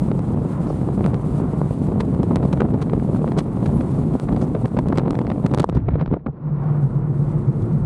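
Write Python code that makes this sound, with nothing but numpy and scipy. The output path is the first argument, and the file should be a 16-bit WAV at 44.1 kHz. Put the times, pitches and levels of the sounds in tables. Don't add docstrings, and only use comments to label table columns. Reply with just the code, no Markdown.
import sys
import numpy as np
from scipy import signal
from scipy.fft import rfft, irfft
from scipy.io import wavfile
from scipy.ndimage import uniform_filter1d

SR = 44100
rng = np.random.default_rng(int(sys.argv[2]) if len(sys.argv) > 2 else 0)


def persist_wave(psi):
    counts = np.round(np.clip(psi, -1, 1) * 32767).astype(np.int16)
    wavfile.write(sys.argv[1], SR, np.atleast_2d(counts).T)


N = 346185
T = np.arange(N) / SR


def undb(db):
    return 10 ** (np.asarray(db) / 20)


def curves(table):
    times, *columns = np.transpose(table)
    return [np.interp(T, times, column) for column in columns]


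def swells(table, half_s):
    return sum(height * np.exp(-((T - s) / half_s) ** 2) for s, height in table)


def unit(x):
    return x / np.sqrt(np.mean(x ** 2) + 1e-18)


def steady(x, span_s):
    size = int(span_s * SR / 2)
    power = uniform_filter1d(uniform_filter1d(x ** 2, size), size)
    return x / np.sqrt(power + 1e-12)


def colour(x, points):
    hz, db = np.transpose(points)
    bins_hz = np.maximum(np.fft.rfftfreq(len(x), 1 / SR), 1)
    gain = undb(np.interp(np.log(bins_hz), np.log(hz), db))
    return unit(irfft(rfft(x) * gain, len(x)))


def walk(per_s):
    hold = int(SR / per_s)
    steps = np.repeat(rng.standard_normal(N // hold + 1), hold)
    return unit(uniform_filter1d(uniform_filter1d(steps, hold), hold)[:N])


def noise():
    return rng.standard_normal(N)


def eddies(per_s, scatter_db):
    arrives = rng.random(N) < per_s / SR
    strength = 2 * np.tanh(rng.exponential(size=N) / 2)
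    return arrives * rng.choice([-1, 1], N) * undb(scatter_db * strength)


# (time [s], relative rumble level [dB], relative flutter level [dB])
WIND = [(0, -19.5, -34), (0.45, -22, -34), (0.68, -20, -31), (1.3, -20.5, -31.5), (2.1, -20, -31.5),
        (2.75, -21.5, -31), (3.55, -20, -29.5), (4.1, -20, -34), (4.4, -23, -30), (4.75, -21, -32),
        (5.1, -22.5, -29.5), (5.55, -23, -33.5), (5.8, -26.5, -44), (6.14, -24.5, -31), (6.2, -44, -54.5),
        (6.45, -31.5, -41)]
# (frequency [Hz], gain [dB])
WIND_COLOUR = [(12, -54.5), (20, -32), (30, -21), (48, -7.5), (78, -6.5), (102, -4), (141, 3.5),
               (198, -1.5), (251, -4.5), (329, -10.5), (394, -12), (1160, -17.5), (1500, -37.5),
               (1950, -58), (3300, -120)]
# (time [s], rise [dB])
SURGES = [(2.45, 8), (2.73, 2), (3.38, 5.5), (4.33, 6), (4.65, 11), (4.9, 2.5), (5.45, 10), (5.527, 11),
          (5.605, 9), (5.77, 9.5), (6.025, 5.5), (6.13, 8)]
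# (time [s], dip [dB])
LULLS = [(0.245, 1.5), (0.78, 1.5), (1.21, 6), (1.76, 4.5), (2.68, 4.5), (2.8, 1.5), (3.45, 5.5),
         (3.52, 5.5), (4.195, 8), (4.69, 7.5), (4.82, 4), (5.67, 10), (5.84, 3), (6.075, 8.5)]

def buffet(gust_depth_db=1.4, gusts_per_s=18):
    rumble_band = [(20, -9.5), (40, 1.5), (280, 0), (420, -4), (700, -19.5), (1500, -25)]
    flutter_band = [(100, -11.5), (220, 5.5), (340, 0.5), (480, -4), (750, -10.5), (1100, -19),
                    (1600, -36), (2500, -41.5), (4000, -51.5), (12000, -105)]
    rumble_db, flutter_db = curves(WIND)
    outside = np.interp(T, [6.3, 6.5], [1, 0])
    gust_db = gust_depth_db * walk(gusts_per_s)
    gust_db += swells(SURGES, half_s=0.014) - swells(LULLS, half_s=0.034)
    turbulence = colour(noise(), WIND_COLOUR)
    large = steady(colour(turbulence, rumble_band), span_s=0.099)
    push = undb(5.16 * large ** 2 / (1 + large ** 2 / 4))
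    small = colour(eddies(per_s=420, scatter_db=3) * push, flutter_band)
    rumble = large * undb(rumble_db + 1)
    flutter = steady(small, span_s=0.82) * undb(flutter_db + 3.5)
    return outside * undb(gust_db) * (rumble + flutter)


# (time [s], tyre level [dB], relative hiss level [dB])
RUSH = [(0, -41.5, -62.5), (0.35, -40, -65.5), (0.68, -39, -60.5), (0.92, -42.5, -64.5), (1.1, -38, -66),
        (1.22, -42, -65), (1.42, -36.5, -61.5), (1.62, -41, -63), (1.87, -41.5, -63.5), (2.2, -42.5, -65.5),
        (2.72, -44.5, -69.5), (3.15, -43.5, -64.5), (3.48, -42, -66.5), (3.84, -38.5, -64),
        (4.55, -42.5, -65.5), (4.85, -45, -68.5), (5.2, -47, -70), (5.52, -44, -67), (5.68, -50.5, -77.5),
        (5.8, -47, -84), (5.86, -45.5, -104), (6.22, -59.5, -105), (6.36, -48, -105), (6.5, -38.5, -87.5),
        (6.66, -36, -77), (6.85, -38, -75), (7.03, -39.5, -73.5), (7.3, -39.5, -69), (7.4, -40.5, -72.5),
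        (7.85, -38.5, -68.5)]
# (frequency [Hz], gain [dB])
ROAR_COLOUR = [(200, -8), (450, -2.5), (650, -5.5), (1000, -7), (1450, -15), (1550, -22.5), (2000, -26),
               (3200, -42.5), (5000, -50), (12000, -92)]
# (frequency [Hz], gain [dB])
HISS_COLOUR = [(800, -9.5), (2000, 5.5), (3000, 2), (4000, 1.5), (5500, -4), (7000, -1.5), (8300, 2.5),
               (9400, 2.5), (10500, -5), (12000, -13), (15000, -23)]

def road_rush():
    frame_shadow = [(2000, -1), (5000, -0.5), (9300, -1.5), (10500, -2), (12000, -19.5), (15000, -27)]
    tyre_db, hiss_db = curves(RUSH)
    tyre_waver_db = walk(16) + 1.2 * walk(70)
    tyres = colour(noise(), ROAR_COLOUR) * undb(tyre_db + tyre_waver_db)
    open_air = colour(noise(), HISS_COLOUR)
    sheltered = colour(open_air, frame_shadow)
    shelter = np.interp(T, [5.5, 5.7], [0, 1])
    hiss = open_air + shelter * (sheltered - open_air)
    hiss_waver_db = 1.8 * walk(32) + 1.2 * walk(110)
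    return tyres + hiss * undb(hiss_db + 5.5 + hiss_waver_db)


# (time [s], level [dB])
TEAR_LEVEL = [(0, -70), (2.0, -67), (2.7, -51), (3.9, -71), (4.4, -66), (5.05, -55), (5.4, -64),
              (5.62, -42), (5.67, -69), (5.765, -39.5), (5.83, -63), (5.9, -47.5), (5.97, -55), (6.01, -41),
              (6.06, -65), (6.14, -46), (6.22, -73), (6.4, -101)]
# (time [s], eddy rate [1/s])
TEAR_RATE = [(4.3, 100), (5.0, 690), (5.4, 400), (5.7, 550)]

def edge_crackle():
    band = [(200, -7.5), (450, 3), (700, 2), (1300, 0), (1700, -1.5), (2400, -11), (3100, -22.5),
            (4000, -21.5), (5300, -40), (9000, -60.5), (15000, -86.5)]
    per_s = curves(TEAR_RATE)[0]
    kicks = eddies(per_s, scatter_db=10.5) / np.sqrt(per_s)
    rasp = colour(kicks, band) * undb(2.2 * walk(70))
    return steady(rasp, span_s=0.51) * undb(curves(TEAR_LEVEL)[0])


def weak_eddies(per_s=4, until_s=5.5, spread_ms=0.99, scatter_db=5.5, follow=0.4, typical_tear_db=-56):
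    base_db = np.array([-23, -60.5, -63.5])
    count = int(per_s * until_s)
    chance = rng.random((count, 4))
    times = (np.arange(count) + chance[:, 0]) / per_s
    tear_db = np.interp(times, *np.transpose(TEAR_LEVEL)) - typical_tear_db
    levels_db = base_db + follow * tear_db[:, None] + scatter_db * (1 - 2 * chance[:, 1:])
    return [(s, spread_ms, *row) for s, row in zip(times, levels_db)]


# (time [s], spread [ms], thump [dB], crack [dB], spit [dB])
HARD_EDDIES = [(0.116, 0.8, -18.5, -46, -60), (0.193, 1.2, -22.5, -53, -56), (0.281, 0.8, -29, -75, -75),
               (0.67, 1.6, -22.5, -55, -62), (0.704, 1.8, -21, -65, -70), (0.815, 1.46, -15, -65, -69),
               (0.889, 1.5, -22.5, -59, -70), (0.978, 1.2, -26, -61, -74), (0.993, 1.7, -25, -60, -71),
               (1.009, 0.76, -21, -47, -66), (1.043, 1, -22, -42, -82), (1.05, 1.5, -25, -47, -78),
               (1.063, 0.45, -18, -40, -48.5), (1.135, 0.99, -20.5, -60, -75), (1.144, 0.5, -32, -43, -54),
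               (1.616, 0.79, -16, -56, -74), (1.92, 1.3, -20, -59, -72), (2.006, 3.1, -18.5, -35, -43),
               (2.232, 1.3, -24, -50, -50.5), (2.311, 2.6, -17.5, -49, -68), (2.359, 1.1, -18, -39, -39.5),
               (2.369, 0.94, -22, -46, -68), (2.432, 2, -25.5, -47, -63), (2.53, 2.4, -18, -39.5, -44.5),
               (2.574, 2, -20, -51, -70), (2.606, 2.1, -19.5, -34, -51), (2.619, 0.5, -14, -35, -66),
               (2.652, 1.1, -19, -63, -76), (2.744, 0.65, -18, -51, -76), (2.821, 3.8, -17, -43.5, -45),
               (2.898, 0.82, -28, -44, -66), (2.935, 1.7, -16, -49, -59), (2.999, 1.6, -39, -49, -69),
               (3.162, 2.6, -24, -52, -75), (3.244, 0.66, -18, -64, -76), (3.278, 1.3, -21, -45, -74),
               (3.32, 1.1, -17, -44.5, -57), (3.368, 0.86, -22, -56, -68), (3.378, 2.2, -19, -52, -48),
               (3.39, 3.2, -22, -35, -35.5), (3.406, 1.2, -48, -46, -56), (3.661, 2, -21, -42, -49.5),
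               (3.809, 1.4, -23, -46.5, -60), (4.139, 0.76, -30, -52, -71), (4.153, 0.65, -14.5, -70, -78),
               (4.199, 0.16, -27, -46.5, -48.5), (4.288, 2, -23, -44.5, -71), (4.325, 2.1, -21, -53, -58),
               (4.364, 1.2, -30, -48, -55), (4.419, 3.5, -21.5, -50, -51), (4.48, 1.4, -28, -57, -76),
               (4.551, 1.9, -16, -47, -62), (4.657, 1.7, -20.5, -44, -53), (4.768, 0.8, -24, -49, -64),
               (4.774, 1.7, -16.5, -45, -64), (4.79, 1.2, -11, -39, -49), (4.886, 1.3, -35, -49, -51.5),
               (4.902, 0.8, -20, -64, -68), (4.926, 2.1, -13, -45, -58), (4.959, 1.8, -22, -51, -61),
               (4.975, 1.7, -25, -37, -45), (4.984, 0.94, -14, -37, -38), (4.995, 2.7, -22, -42, -55),
               (5.058, 3.1, -21, -51, -69), (5.081, 0.6, -19.5, -45, -68),
               (5.108, 1.1, -17.5, -41.5, -43.5), (5.132, 1.1, -20, -52, -71), (5.154, 0.76, -20, -47, -56),
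               (5.19, 1.26, -15.5, -41, -54.5), (5.215, 0.88, -18.5, -50, -67), (5.25, 1.2, -28, -54, -74),
               (5.269, 1.1, -35, -45, -58), (5.302, 1.2, -19.5, -43, -56), (5.318, 1.6, -19, -42.5, -61),
               (5.463, 1.5, -16.5, -40, -45), (5.514, 2.2, -22.5, -57, -59), (5.539, 0.87, -18.5, -39, -48),
               (5.547, 1.3, -19, -40.5, -40), (5.576, 0.42, -17, -42, -50), (5.586, 0.84, -21, -44, -45),
               (5.6, 1.87, -13, -36.5, -34.5), (5.62, 1.2, -39, -58, -51), (5.631, 1.8, -28, -56, -53),
               (5.643, 0.88, -13, -65, -43.5), (5.691, 1, -20, -56, -55), (5.697, 1.3, -19.5, -44, -53.5),
               (5.727, 1.4, -23, -66, -67), (5.75, 3.7, -25, -65, -55), (5.771, 2.7, -16.5, -52, -58),
               (5.887, 2.4, -16.5, -42, -81), (5.943, 1.6, -26, -51, -84), (5.958, 1.9, -17.5, -51, -79),
               (5.985, 1.8, -25, -60, -83), (5.997, 3, -26.5, -47, -79), (6.011, 3, -23, -41, -62),
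               (6.061, 1.2, -32.5, -45, -66), (6.078, 0.82, -24.5, -57, -69.5), (6.113, 1.6, -25, -58, -82),
               (6.128, 1.8, -22.5, -60, -88), (6.14, 2, -18, -45.5, -88), (6.167, 3.4, -23.5, -70, -100),
               (6.265, 1.9, -18, -44, -97), (6.281, 5.4, -21.5, -74, -87)]

def slaps(grit=0.33, cusps_per_s=900, suction=3.2, crack_lift_db=4.5, vent_hz=140):
    thump = [(30, -4), (150, 9), (330, 3), (480, 1), (700, -7.5), (1000, -12.5), (1400, -24),
             (2500, -53), (6000, -96)]
    crack = [(300, -29), (800, 5), (1300, 9.5), (1650, 1), (2200, 0.5), (3100, -11.5), (4000, -15.5),
             (5200, -30), (9000, -58), (15000, -84.5)]
    bright_spit = [(1200, -34), (3000, 3.5), (4100, 4), (5500, -1), (7000, -2.5), (9300, -2),
                   (10800, -14.5), (13000, -25.5), (15000, -38.5)]
    size = 4096
    ms = (np.arange(size) - size // 2) * 1000 / SR
    burst_gain = np.sqrt(0.01 * SR / size)
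    lean = np.where(ms < 0, 0.8, 1.2)
    pressure = np.zeros(N + 2 * size)
    for s, spread_ms, thump_db, crack_db, spit_db in HARD_EDDIES + weak_eddies():
        envelope = np.exp(-(ms / (lean * spread_ms)) ** 2 / 4)
        cusps = rng.standard_normal(size) * (rng.random(size) < cusps_per_s / SR) * envelope
        cusps[size // 2] -= suction / max(spread_ms, 1) ** 2
        air = rng.standard_normal(size) * envelope
        burst = unit(cusps) + grit * spread_ms * unit(air)
        lost_db = np.clip(1.3 * (-52 - spit_db), 0, 14)
        spit = [(hz, db - lost_db * (hz > 6000)) for hz, db in bright_spit]
        start = int(s * SR) + size // 2
        for band, db in (thump, thump_db), (crack, crack_db + crack_lift_db), (spit, spit_db):
            pressure[start:start + size] += colour(burst, band) * undb(db) * burst_gain
    vent = signal.butter(2, vent_hz, "high", fs=SR, output="sos")
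    return signal.sosfilt(vent, pressure[size:size + N])


# (time [s], half-width [s], level [dB])
PASSES = [(0.574, .11, -41.5), (1.085, .08, -44.5), (1.48, 0.28, -46), (6.682, .12, -44.5),
          (7.296, .09, -45)]
# (frequency [Hz], gain [dB])
PASS_COLOUR = [(250, -21), (600, -0.5), (950, 1.5), (1400, -6.5), (1600, -15), (2100, -18.5), (3000, -31),
               (5000, -49.5), (12000, -89.5)]

def oncoming_cars():
    envelope = sum(swells([(s, undb(db))], half_s) for s, half_s, db in PASSES)
    return colour(noise(), PASS_COLOUR) * envelope


# (time [s], pitch [Hz], width [Hz], level [dB])
WHISTLES = [(0.695, 5500, 2600, -60), (3.76, 10500, 1100, -58), (3.795, 10550, 1100, -62),
            (4.43, 6300, 3000, -56)]

def whistles():
    sound = np.zeros(N)
    for s, hz, width_hz, db in WHISTLES:
        band = [(hz / 4, -50), (hz - width_hz, -16), (hz, 0), (hz + width_hz, -16),
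                (hz + 2 * width_hz, -40)]
        sound += colour(noise(), band) * swells([(s, undb(db))], half_s=0.021)
    return sound


# (time [s], level [dB])
THUD_LEVEL = [(5.5, -49), (5.7, -29), (5.745, -21), (5.776, -12), (5.8, -30), (5.83, -23), (5.87, -19),
              (5.92, -21), (5.95, -13.5), (5.985, -30), (6.02, -28), (6.05, -35), (6.08, -17.5),
              (6.135, -28), (6.19, -43), (6.25, -45), (6.28, -27.5), (6.32, -47), (6.45, -60), (7.7, -50),
              (7.81, -25), (7.85, -25)]
# (frequency [Hz], gain [dB])
THUD_COLOUR = [(20, -9.5), (38, -3), (64, 3.5), (85, -0.5), (115, 0.5), (160, -9), (250, -29), (1000, -78),
               (12000, -140)]

def deep_thudding():
    thudding = steady(colour(noise(), THUD_COLOUR), span_s=0.11)
    return thudding * undb(curves(THUD_LEVEL)[0])


# (time [s], level [dB])
BODY_LEVEL = [(5.9, -63), (6.2, -52), (6.38, -39.5), (6.5, -27.5), (6.8, -24), (7.2, -23), (7.6, -21.5),
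              (7.85, -22)]
# (frequency [Hz], gain [dB])
BODY_COLOUR = [(20, -20), (40, -1), (70, -7), (88, -5), (120, 9.5), (150, 4.5), (190, 2.5), (245, -4.5),
               (290, -9), (340, -8), (390, -17.5), (480, -13), (600, -22.5), (1500, -45), (12000, -115)]
# (pitch [Hz], width [Hz], relative level [dB])
CABIN_MODES = [(345.8, 13, 0), (446, 32, -12.5)]
# (time [s], level [dB])
MODES_LEVEL = [(6.2, -66.5), (6.55, -43), (6.95, -36.5), (7.3, -35), (7.5, -33.5), (7.61, -28),
               (7.72, -36.5), (7.85, -42)]

def cabin_rumble():
    body = steady(colour(noise(), BODY_COLOUR), span_s=0.17) * undb(curves(BODY_LEVEL)[0])
    modes = np.zeros(N)
    for hz, width_hz, db in CABIN_MODES:
        band = [(hz / 4, -70), (hz - width_hz, -9), (hz, 0), (hz + width_hz, -9), (hz * 4, -90)]
        modes += colour(noise(), band) * undb(db)
    return body + steady(modes, span_s=0.25) * undb(curves(MODES_LEVEL)[0])


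# (time [s], level [dB], pitch [Hz], half-width [s])
THROBS = [(5.953, -18.5, 150.2, 0.015), (6.025, -15.5, 160, 0.015), (6.125, -22.5, 147.9, 0.024),
          (6.213, -35, 147.3, 0.025), (6.292, -23, 147.5, 0.02), (6.466, -19, 149.4, 0.025),
          (6.539, -17.5, 152.5, 0.03), (6.611, -18.5, 141.6, .014), (6.666, -17.5, 148, 0.015),
          (6.717, -14.5, 147.4, 0.027), (6.788, -17, 146, 0.033), (6.85, -14.5, 142.5, 0.024),
          (6.974, -13, 143.9, 0.025), (7.046, -21.5, 145.9, 0.013), (7.102, -16.5, 150, .028),
          (7.205, -16.5, 137.9, 0.04), (7.279, -22.5, 159.6, .018), (7.363, -13.5, 146.1, 0.023),
          (7.489, -14.5, 142.8, 0.026), (7.627, -21.5, 132.1, .022), (7.749, -14, 149.1, 0.029),
          (7.838, -22, 150.8, .018)]
# (time [s], rms pitch wobble [Hz])
BOOM_WOBBLE = [(7.5, 2.43), (7.57, 17), (7.7, 15.4), (7.75, 9), (7.8, 15)]

def window_boom(sag_hz_per_half_width=5, bed_db=-10, flutter_db=1.5):
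    throbs, sag = np.zeros(N), np.zeros(N)
    for s, db, _, half_s in THROBS:
        shape = swells([(s, 1)], half_s)
        throbs += undb(db) * shape
        sag += np.sqrt(shape) * (T - s) / half_s
    wobble_hz = curves(BOOM_WOBBLE)[0] * walk(45)
    pitch_hz = curves(THROBS)[1] - sag_hz_per_half_width * sag + wobble_hz
    tone = np.sqrt(2) * np.sin(2 * np.pi * np.cumsum(pitch_hz) / SR)
    bed = undb(curves(BODY_LEVEL)[0] + bed_db)
    return tone * np.hypot(throbs, bed) * undb(flutter_db * walk(110))


# (time [s], relative level [dB])
TICKS = [(6.6365, -57), (6.829, -52.5), (6.9461, -56.5), (7.2266, -53), (7.4769, -53.5), (7.5269, -53),
         (7.6217, -47.5), (7.728, -49)]

def loose_ticks(decay_s=0.0047, trim_db=-8):
    band = [(1500, -27), (3200, -2), (4800, -1.5), (6500, -4), (8000, -13), (12000, -42.5)]
    strikes = sum(undb(db + trim_db) * (T >= s) * np.exp(-np.abs(T - s) / decay_s) for s, db in TICKS)
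    return colour(noise(), band) * strikes


def scene():
    close = buffet() + deep_thudding() + slaps() + edge_crackle()
    passing = road_rush() + oncoming_cars() + whistles()
    cabin = window_boom() + cabin_rumble() + loose_ticks()
    return (close + passing + cabin)[None]


def record(dry):
    ceiling, bottom_hz, top_hz = 1.6, 32, 15100
    rounded = ceiling * np.tanh(dry / ceiling)
    low_cut = signal.butter(4, bottom_hz, "high", fs=SR, output="sos")
    high_cut = signal.ellip(8, 0.2, 70, top_hz, fs=SR, output="sos")
    return signal.sosfilt(high_cut, signal.sosfilt(low_cut, rounded))


dry = scene()
out = record(dry)
persist_wave(out)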